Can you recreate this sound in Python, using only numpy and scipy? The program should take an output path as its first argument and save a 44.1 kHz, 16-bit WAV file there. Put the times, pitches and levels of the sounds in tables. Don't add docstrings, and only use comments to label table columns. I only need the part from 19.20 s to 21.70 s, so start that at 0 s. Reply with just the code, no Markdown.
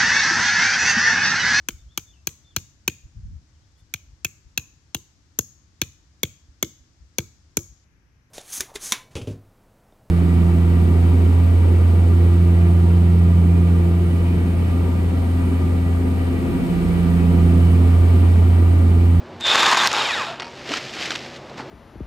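import sys
import numpy as np
from scipy import signal
from scipy.fft import rfft, irfft, next_fast_len
from scipy.io import wavfile
from scipy.ndimage import uniform_filter1d

SR = 44100
rng = np.random.default_rng(int(sys.argv[2]) if len(sys.argv) > 2 else 0)


def pcm_store(signal):
    levels = np.round(np.clip(np.atleast_2d(signal), -1, 1) * 32767)
    wavfile.write(sys.argv[1], SR, levels.astype(np.int16).T)


N = 110250
T = np.arange(N) / SR


def from_db(db):
    return 10 ** (np.asarray(db) / 20)


def unit_rms(x):
    return x / np.sqrt(np.mean(x ** 2) + 1e-20)


def level(rows):
    return from_db(np.interp(T, *np.transpose(rows), left=-120, right=-120))


def drift(rate_hz):
    r = np.exp(-2 * np.pi * rate_hz / SR)
    return unit_rms(signal.lfilter([1], [1, -2 * r, r * r], rng.standard_normal(2 * N))[N:])


def phase_of(pitch_hz):
    return 2 * np.pi * np.cumsum(pitch_hz) / SR


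def colour(x, outline):
    size = next_fast_len(2 * N)
    size += size % 2
    hz, db = np.transpose(outline)
    log_hz = np.log(np.maximum(np.arange(size // 2 + 1) * SR / size, 1))
    skirt = np.maximum(np.log(hz[0]) - log_hz, 0) + 10 * np.maximum(log_hz - np.log(hz[-1]), 0)
    gain = unit_rms(from_db(np.interp(log_hz, np.log(hz), db) - 20 * skirt))
    cepstrum = irfft(np.log(gain))
    cepstrum[1:size // 2] *= 2
    cepstrum[size // 2 + 1:] = 0
    return irfft(rfft(x, size) * np.exp(rfft(cepstrum)))[:N]


def resonance(x, hz, width_hz):
    r = np.exp(-np.pi * width_hz / SR)
    feedback = [1, -2 * r * np.cos(2 * np.pi * hz / SR), r * r]
    return signal.lfilter(np.array([1, 0, -1]) * (1 - r * r) / 2, feedback, x)


def soften(x, cutoff_hz):
    return signal.lfilter(*signal.butter(1, cutoff_hz, fs=SR), x)


def contacts(strengths, ring_s, hiss=1):
    power = signal.lfilter([1], [1, -np.exp(-2 / (ring_s * SR))], strengths ** 2 + 1e-18)
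    power = power + hiss ** 2 * power.mean()
    return np.sqrt(power / uniform_filter1d(power, size=700)) * rng.standard_normal(N)


def passes(rate_hz, spread_db):
    count = np.floor(np.cumsum(rate_hz * (1 + .15 * drift(100))) / SR)
    return (np.diff(count, prepend=0) > 0) * from_db(spread_db * rng.standard_normal(N))


def impulses(rows):
    clicks = np.zeros(N)
    for start_s, db in rows:
        clicks[int(start_s * SR)] += from_db(db)
    return clicks


def sharp_blows(rows, t60_s, outline):
    envelope = sum((T >= start_s) * from_db(db - 60 * np.abs(T - start_s) / t60_s)
                   for start_s, db in rows)
    return colour(envelope * rng.standard_normal(N), outline)


def soft_blows(rows, outline):
    envelope = 0
    for peak_s, db, rise_s, t60_s in rows:
        swell = np.exp(np.minimum(T - peak_s, 0) / rise_s)
        envelope += swell * from_db(db - 60 * np.maximum(T - peak_s, 0) / t60_s)
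    return colour(envelope * rng.standard_normal(N), outline)


# pitch_hz, start_level_db, end_level_db
ENGINE_TONES = [(91, -50, -66), (134, -58, -48), (242.8, -45.5, -57.5), (311.5, -56, -53),
                (377.6, -53.5, -62.5)]
def far_engine():
    hum = 0
    for hz, start_db, end_db in ENGINE_TONES:
        waver = 1 + .46 * drift(8)
        tone = np.sin(phase_of(hz * (1 + .011 * drift(6.34))))
        hum += from_db(np.linspace(start_db, end_db, N)) * unit_rms(waver * tone)
    return hum


# time_s, level_db
AIR_LEVEL = [(0, -41), (.2, -39.5), (1.3, -42), (2.1, -40), (2.5, -38)]
# freq_hz, gain_db
AIR_SPECTRUM = [(15, -37), (25, -12), (113, -2.5), (244, -2), (301, -5.5), (363, 4.5), (425, -3.5),
                (539, 0.5), (632, -2), (868, -5.5), (1730, -13.5), (4600, -23.5), (14000, -51.5)]
def garden_air():
    return level(AIR_LEVEL) * colour(rng.standard_normal(N), AIR_SPECTRUM)


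# freq_hz, width_hz, gain_db
BAR_RESONANCES = [(872, 83, -7), (1130, 150, -14.5), (1563, 39, -6.5), (2494, 48, -3), (4180, 67, -9)]
def bar_and_branch(x):
    return x + sum(from_db(db) * resonance(x, hz, width) for hz, width, db in BAR_RESONANCES)


# pitch_hz, gain_db, t60_s
STEEL_MODES = [(692, -8, .15), (937, -2, .35), (1390, -2, .067), (1916, -4, .2), (2223, -6, .22),
               (2480, -4, .13), (2821, -6, .13), (3260, -16, .05), (4330, -5, .07), (4527, -9, .15),
               (5500, -8, .1), (8930, -10, .09)]
def steel_ring(force):
    ring = 0
    for k, (hz, db, t60_s) in enumerate(STEEL_MODES):
        r, angle = from_db(-60 / (t60_s * SR)), 2 * np.pi * hz / SR
        mode = signal.lfilter([0, np.sin(angle)], [1, -2 * r * np.cos(angle), r * r], force + 1e-18)
        ring += (-1) ** k * from_db(db) * mode
    return ring


# time_s, level_db
RATTLE_LEVEL = [(.195, -59), (.205, -35), (.228, -39), (.265, -20.5), (.33, -18), (.66, -27), (.685, -30),
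                (.715, -22.5), (.732, -23), (.748, -21), (.772, -20.5), (.85, -22.5), (.92, -25.5),
                (1.02, -26.5), (1.11, -29.5), (1.15, -34.5), (1.19, -37), (1.3, -52)]
# freq_hz, gain_db
RATTLE_SPECTRUM = [(150, -37.5), (300, -12), (470, -7), (700, -5), (850, -2), (1200, -3), (1450, -2.5),
                   (2100, -6.5), (2500, -3.5), (2870, -5), (3150, -3.5), (3750, -3), (4150, -9),
                   (5200, -9.5), (6000, -16), (7100, -16), (8300, -24.5), (9600, -28), (12000, -34),
                   (13200, -52), (14000, -67)]
def chain_rattle(link_hz, mesh_hz, dull_hz=1500, dull_below_mesh_hz=1320):
    links = contacts(passes(link_hz, spread_db=4), ring_s=.0021)
    fast = unit_rms(bar_and_branch(colour(links, RATTLE_SPECTRUM)))
    ring = unit_rms(steel_ring(soften(links, dull_hz)))
    slow = soften(fast, dull_hz) + from_db(-18) * ring
    brightness = np.clip(mesh_hz / dull_below_mesh_hz, 0, 1)
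    return level(RATTLE_LEVEL) * (brightness * fast + (1 - brightness) * slow)


# mesh_multiple, level_db
GEAR_PARTIALS = [(.55, -9), (1, 0), (1.29, -1), (1.56, -7), (2.28, -4.5)]
# freq_hz, gain_db
HOUSING_RESPONSE = [(400, -16), (680, -3), (850, -7), (1150, 0), (1450, -7), (1850, 0), (2150, -8),
                    (2400, -1), (2550, -7), (2720, -3), (2950, -10), (3350, -6), (3720, 3), (4000, -4),
                    (4250, -8), (4800, -15), (7000, -16), (9000, -32), (12000, -60)]
# time_s, level_db
WHINE_LEVEL = [(.195, -70), (.21, -50), (.28, -36), (.36, -41), (.72, -43), (.75, -37), (.77, -27.5),
               (.815, -29), (.86, -29), (.915, -26), (.96, -29.5), (1.005, -27.5), (1.03, -31), (1.06, -40),
               (1.11, -43), (1.16, -55)]
def gear_whine(mesh_hz, wobble=.005, roughness=.38):
    phase = phase_of(mesh_hz * (1 + wobble * drift(61)))
    whine = 0
    for multiple, db in GEAR_PARTIALS:
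        radiated_db = np.interp(multiple * mesh_hz, *np.transpose(HOUSING_RESPONSE))
        tone = unit_rms((1 + roughness * drift(34)) * np.sin(multiple * phase))
        whine += from_db(db + radiated_db) * tone
    return level(WHINE_LEVEL) * whine


# time_s, level_db
SQUEAL_LEVEL = [(.195, -70), (.21, -37), (.225, -33), (.243, -25.5), (.26, -23), (.283, -15), (.297, -21.5),
                (.308, -15.5), (.322, -16), (.338, -31), (.352, -25), (.365, -29), (.4, -22), (.45, -24),
                (.465, -20), (.487, -33), (.525, -29), (.54, -38), (.568, -40), (.585, -24), (.612, -23.5),
                (.64, -40), (.68, -60)]
def chain_squeal(pitch_hz=3600, wander_hz=68, width_hz=560, bite_s=.33):
    phase = phase_of(pitch_hz + wander_hz * drift(128))
    flutter = 1 + .45 * drift(220)
    tone = unit_rms(flutter * (np.sin(phase) + from_db(-23) * np.sin(2 * phase)))
    rasp = resonance(rng.standard_normal(N), pitch_hz, width_hz)
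    rasp = unit_rms(resonance(rasp, pitch_hz, width_hz))
    rasp_share = np.clip(.5 + (T - bite_s) / .02, .2, .3)
    return level(SQUEAL_LEVEL) * (np.sqrt(1 - rasp_share) * tone + np.sqrt(rasp_share) * rasp)


# time_s, level_db
WHISTLE_LEVEL = [(.2, -64), (.215, -58), (.25, -57), (.29, -58)]
def motor_whistle(pitch_hz=7800, wander_hz=70):
    return level(WHISTLE_LEVEL) * unit_rms(np.sin(phase_of(pitch_hz + wander_hz * drift(150))))


# start_s, level_db
TICK_HITS = [(.2025, -40), (.2095, -22.5), (.259, -31), (.269, -19), (.432, -13), (.73, -14.5), (.919, -24),
             (1.308, -45)]
def ticks():
    # freq_hz, gain_db
    spectrum = [(800, -12), (3000, -9), (7000, -.5), (9000, -8.5), (14000, -29)]
    return sharp_blows(TICK_HITS, t60_s=.0035, outline=spectrum)


# time_s, level_db
BITE_LEVEL = [(0.25, -36), (0.296, -40), (0.308, -38), (0.316, -34), (0.324, -37), (0.358, -14.5),
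              (0.366, -63), (0.38, -20), (0.402, -18.5), (0.418, -24), (0.432, -17), (0.446, -23.5),
              (0.468, -15.5), (0.479, -19.5), (0.492, -17), (0.504, -21), (0.513, -15), (0.52, -18.5),
              (0.531, -13.5), (0.54, -23), (0.554, -18.5), (0.562, -34), (0.572, -15.5), (0.586, -21),
              (0.596, -21), (0.642, -18.5), (0.666, -18), (0.69, -32.5)]
# freq_hz, gain_db
WOOD_SPECTRUM = [(71, -75), (120, -17), (182, -15), (325, -12.5), (447, -12.5), (735, -8.5), (862, -3),
                 (1230, 1), (1390, -4), (1760, -1), (2330, -8), (3610, -6), (4410, -9.5), (6840, -11.5),
                 (9030, -21.5), (11700, -20.5), (14000, -50)]
def cutting_teeth(link_hz):
    teeth = contacts(passes(link_hz / 2, spread_db=3.5), ring_s=.0025)
    tearing = soften(colour(teeth, WOOD_SPECTRUM), cutoff_hz=5130)
    return from_db(2) * level(BITE_LEVEL) * unit_rms(bar_and_branch(tearing))


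# freq_hz, gain_db
SNAP_SPECTRUM = [(300, -22), (2500, -14), (3800, 0), (5200, -1), (7500, -18), (16500, -24)]
def branch_snap(start_s=.6735, crack_db=10, tail_db=-15):
    crack = colour(impulses([(start_s, crack_db)]), SNAP_SPECTRUM)
    return crack + sharp_blows([(start_s, tail_db)], t60_s=.012, outline=SNAP_SPECTRUM)


# peak_s, level_db, rise_s, t60_s
SLAP_BLOWS = [(.731, -19, 0.0032, 0.048), (.768, -19.5, 0.0025, 0.17), (.81, -20, 0.0021, 0.073)]
# freq_hz, gain_db
SLAP_SPECTRUM = [(600, -34), (850, -1), (1200, -1.5), (1500, -17), (3000, -34)]
def chain_slaps():
    return soft_blows(SLAP_BLOWS, SLAP_SPECTRUM)


# time_s, level_db
GROAN_LEVEL = [(1.06, -46), (1.085, -34), (1.14, -37.5), (1.18, -66)]
def chain_groan(pitch_hz=685):
    phase = phase_of(pitch_hz * (1 + .027 * drift(26.3)))
    return level(GROAN_LEVEL) * unit_rms(np.sin(phase) + from_db(-4) * np.sin(2 * phase))


# start_s, level_db
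CLACK_HITS = [(1.1982, -22), (1.2052, -31), (1.2208, -27), (1.2278, -29.5), (1.2442, -32), (1.254, -37),
              (1.2678, -35.5), (1.279, -35.5)]
# freq_hz, gain_db
CLACK_SPECTRUM = [(300, -11), (950, -6), (2800, -9), (3700, -12.5), (5400, -13.5), (6300, -24), (9000, -32),
                  (13000, -56)]
def chain_clacks():
    clacks = sharp_blows(CLACK_HITS, t60_s=.028, outline=CLACK_SPECTRUM)
    return clacks + from_db(-11) * steel_ring(impulses(CLACK_HITS))


# time_s, level_db
SWISH_LEVEL = [(1.25, -48), (1.35, -45), (1.4, -41), (1.44, -42), (1.48, -35), (1.535, -27.5), (1.555, -29),
               (1.577, -26), (1.592, -35), (1.66, -35.5), (1.725, -38), (1.74, -33), (1.79, -32.5),
               (1.81, -28.5), (1.865, -30), (1.89, -32.5), (1.925, -32), (1.945, -34), (1.985, -37.5),
               (2.07, -40), (2.11, -44), (2.16, -41), (2.2, -52), (2.365, -52), (2.38, -39), (2.41, -42),
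               (2.44, -52), (2.5, -53)]
# freq_hz, gain_db
SWISH_SPECTRUM = [(120, -12), (200, -4), (306, -1), (551, -5.5), (786, -2), (956, -7), (1120, -4.5),
                  (2130, 0), (5080, -5.5), (7250, -15.5), (8980, -26), (11900, -30), (14000, -57)]
def needle_swish(needles_per_s=2300, spread_db=2):
    sizes = from_db(spread_db * np.minimum(rng.exponential(1, N), 5))
    touches = rng.random(N) < needles_per_s / SR
    needles = contacts(sizes * touches, ring_s=.0006, hiss=.65)
    return from_db(.5) * level(SWISH_LEVEL) * colour(needles, SWISH_SPECTRUM)


# peak_s, level_db, rise_s, t60_s
THUD_BLOWS = [(1.4, -41, .02, .15), (1.516, -29.5, .022, .12), (1.835, -38, .02, .08),
              (1.907, -37, .004, .08), (2.06, -41, .03, .2)]
# freq_hz, gain_db
THUD_SPECTRUM = [(60, -7), (150, -11), (290, 0.5), (450, -4), (900, -8), (3000, -31)]
def soil_thuds():
    return soft_blows(THUD_BLOWS, THUD_SPECTRUM)


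# start_s, pitch_hz, peak_db, rise_s
LIMB_HITS = [(1.49, 430, -30, .003), (1.5075, 300, -23, .003), (1.5185, 900, -25, .0012),
             (1.5355, 1330, -22, .0025), (1.538, 1000, -26, .002)]
def limb_knocks():
    knocks = 0
    for start_s, hz, db, rise_s in LIMB_HITS:
        age_s = np.maximum(T - start_s, 0)
        envelope = age_s / rise_s * np.exp(1 - age_s / rise_s)
        knocks += from_db(db) * envelope * np.sin(2 * np.pi * hz * age_s)
    return knocks


# start_s, level_db
TWIG_HITS = [(1.492, -27), (1.5175, -21), (1.538, -18.5), (1.57, -24), (1.695, -33), (1.7365, -28),
             (1.7965, -28), (1.825, -23), (1.858, -22.5), (1.906, -17), (1.918, -22), (1.9535, -21),
             (1.958, -24), (2.063, -33), (2.164, -35), (2.296, -37)]
def twig_cracks():
    # freq_hz, gain_db
    spectrum = [(200, -22), (1400, 5), (3300, 8), (6000, -1), (8500, -13.5), (14000, -34)]
    return sharp_blows(TWIG_HITS, t60_s=.024, outline=spectrum)


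# peak_s, level_db, rise_s, t60_s
FOOTFALL = [(2.402, -29.5, 0.02, 0.15)]
# freq_hz, gain_db
MULCH_SPECTRUM = [(80, -9), (250, 7), (650, -1.5), (1200, 0), (4000, -27), (10000, -45)]
def footstep():
    return soft_blows(FOOTFALL, MULCH_SPECTRUM)


# time_s, mesh_pitch_hz
GEAR_SPEED = [(.2, 3900), (.28, 3650), (.34, 3420), (.45, 3700), (.62, 3500), (.68, 3950), (.735, 3900),
              (.765, 3580), (.795, 3110), (.825, 2740), (.857, 2400), (.91, 1900), (.96, 1520), (1.0, 1200),
              (1.06, 800), (1.1, 640), (1.2, 200)]
def scene():
    mesh_hz = np.interp(T, *np.transpose(GEAR_SPEED))
    link_hz = mesh_hz / 7
    garden = far_engine() + garden_air()
    running = chain_rattle(link_hz, mesh_hz) + gear_whine(mesh_hz)
    running += chain_squeal() + motor_whistle() + ticks()
    cutting = cutting_teeth(link_hz) + branch_snap()
    stopping = chain_slaps() + chain_groan() + chain_clacks()
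    landing = needle_swish() + soil_thuds() + limb_knocks() + twig_cracks()
    mono = garden + running + cutting + stopping + landing + footstep()
    return np.array([mono, mono])


def record(dry, low_cut_hz=45, high_cut_hz=16400):
    x = signal.sosfilt(signal.butter(2, low_cut_hz, "high", fs=SR, output="sos"), dry)
    x = x - resonance(x, hz=8960, width_hz=410)
    x = x - .82 * resonance(x, hz=10520, width_hz=770)
    rounded = 1.208 * np.tanh(x / 1.213)
    return signal.sosfilt(signal.cheby2(12, 70, high_cut_hz, fs=SR, output="sos"), rounded)


dry = scene()
out = record(dry)
pcm_store(out)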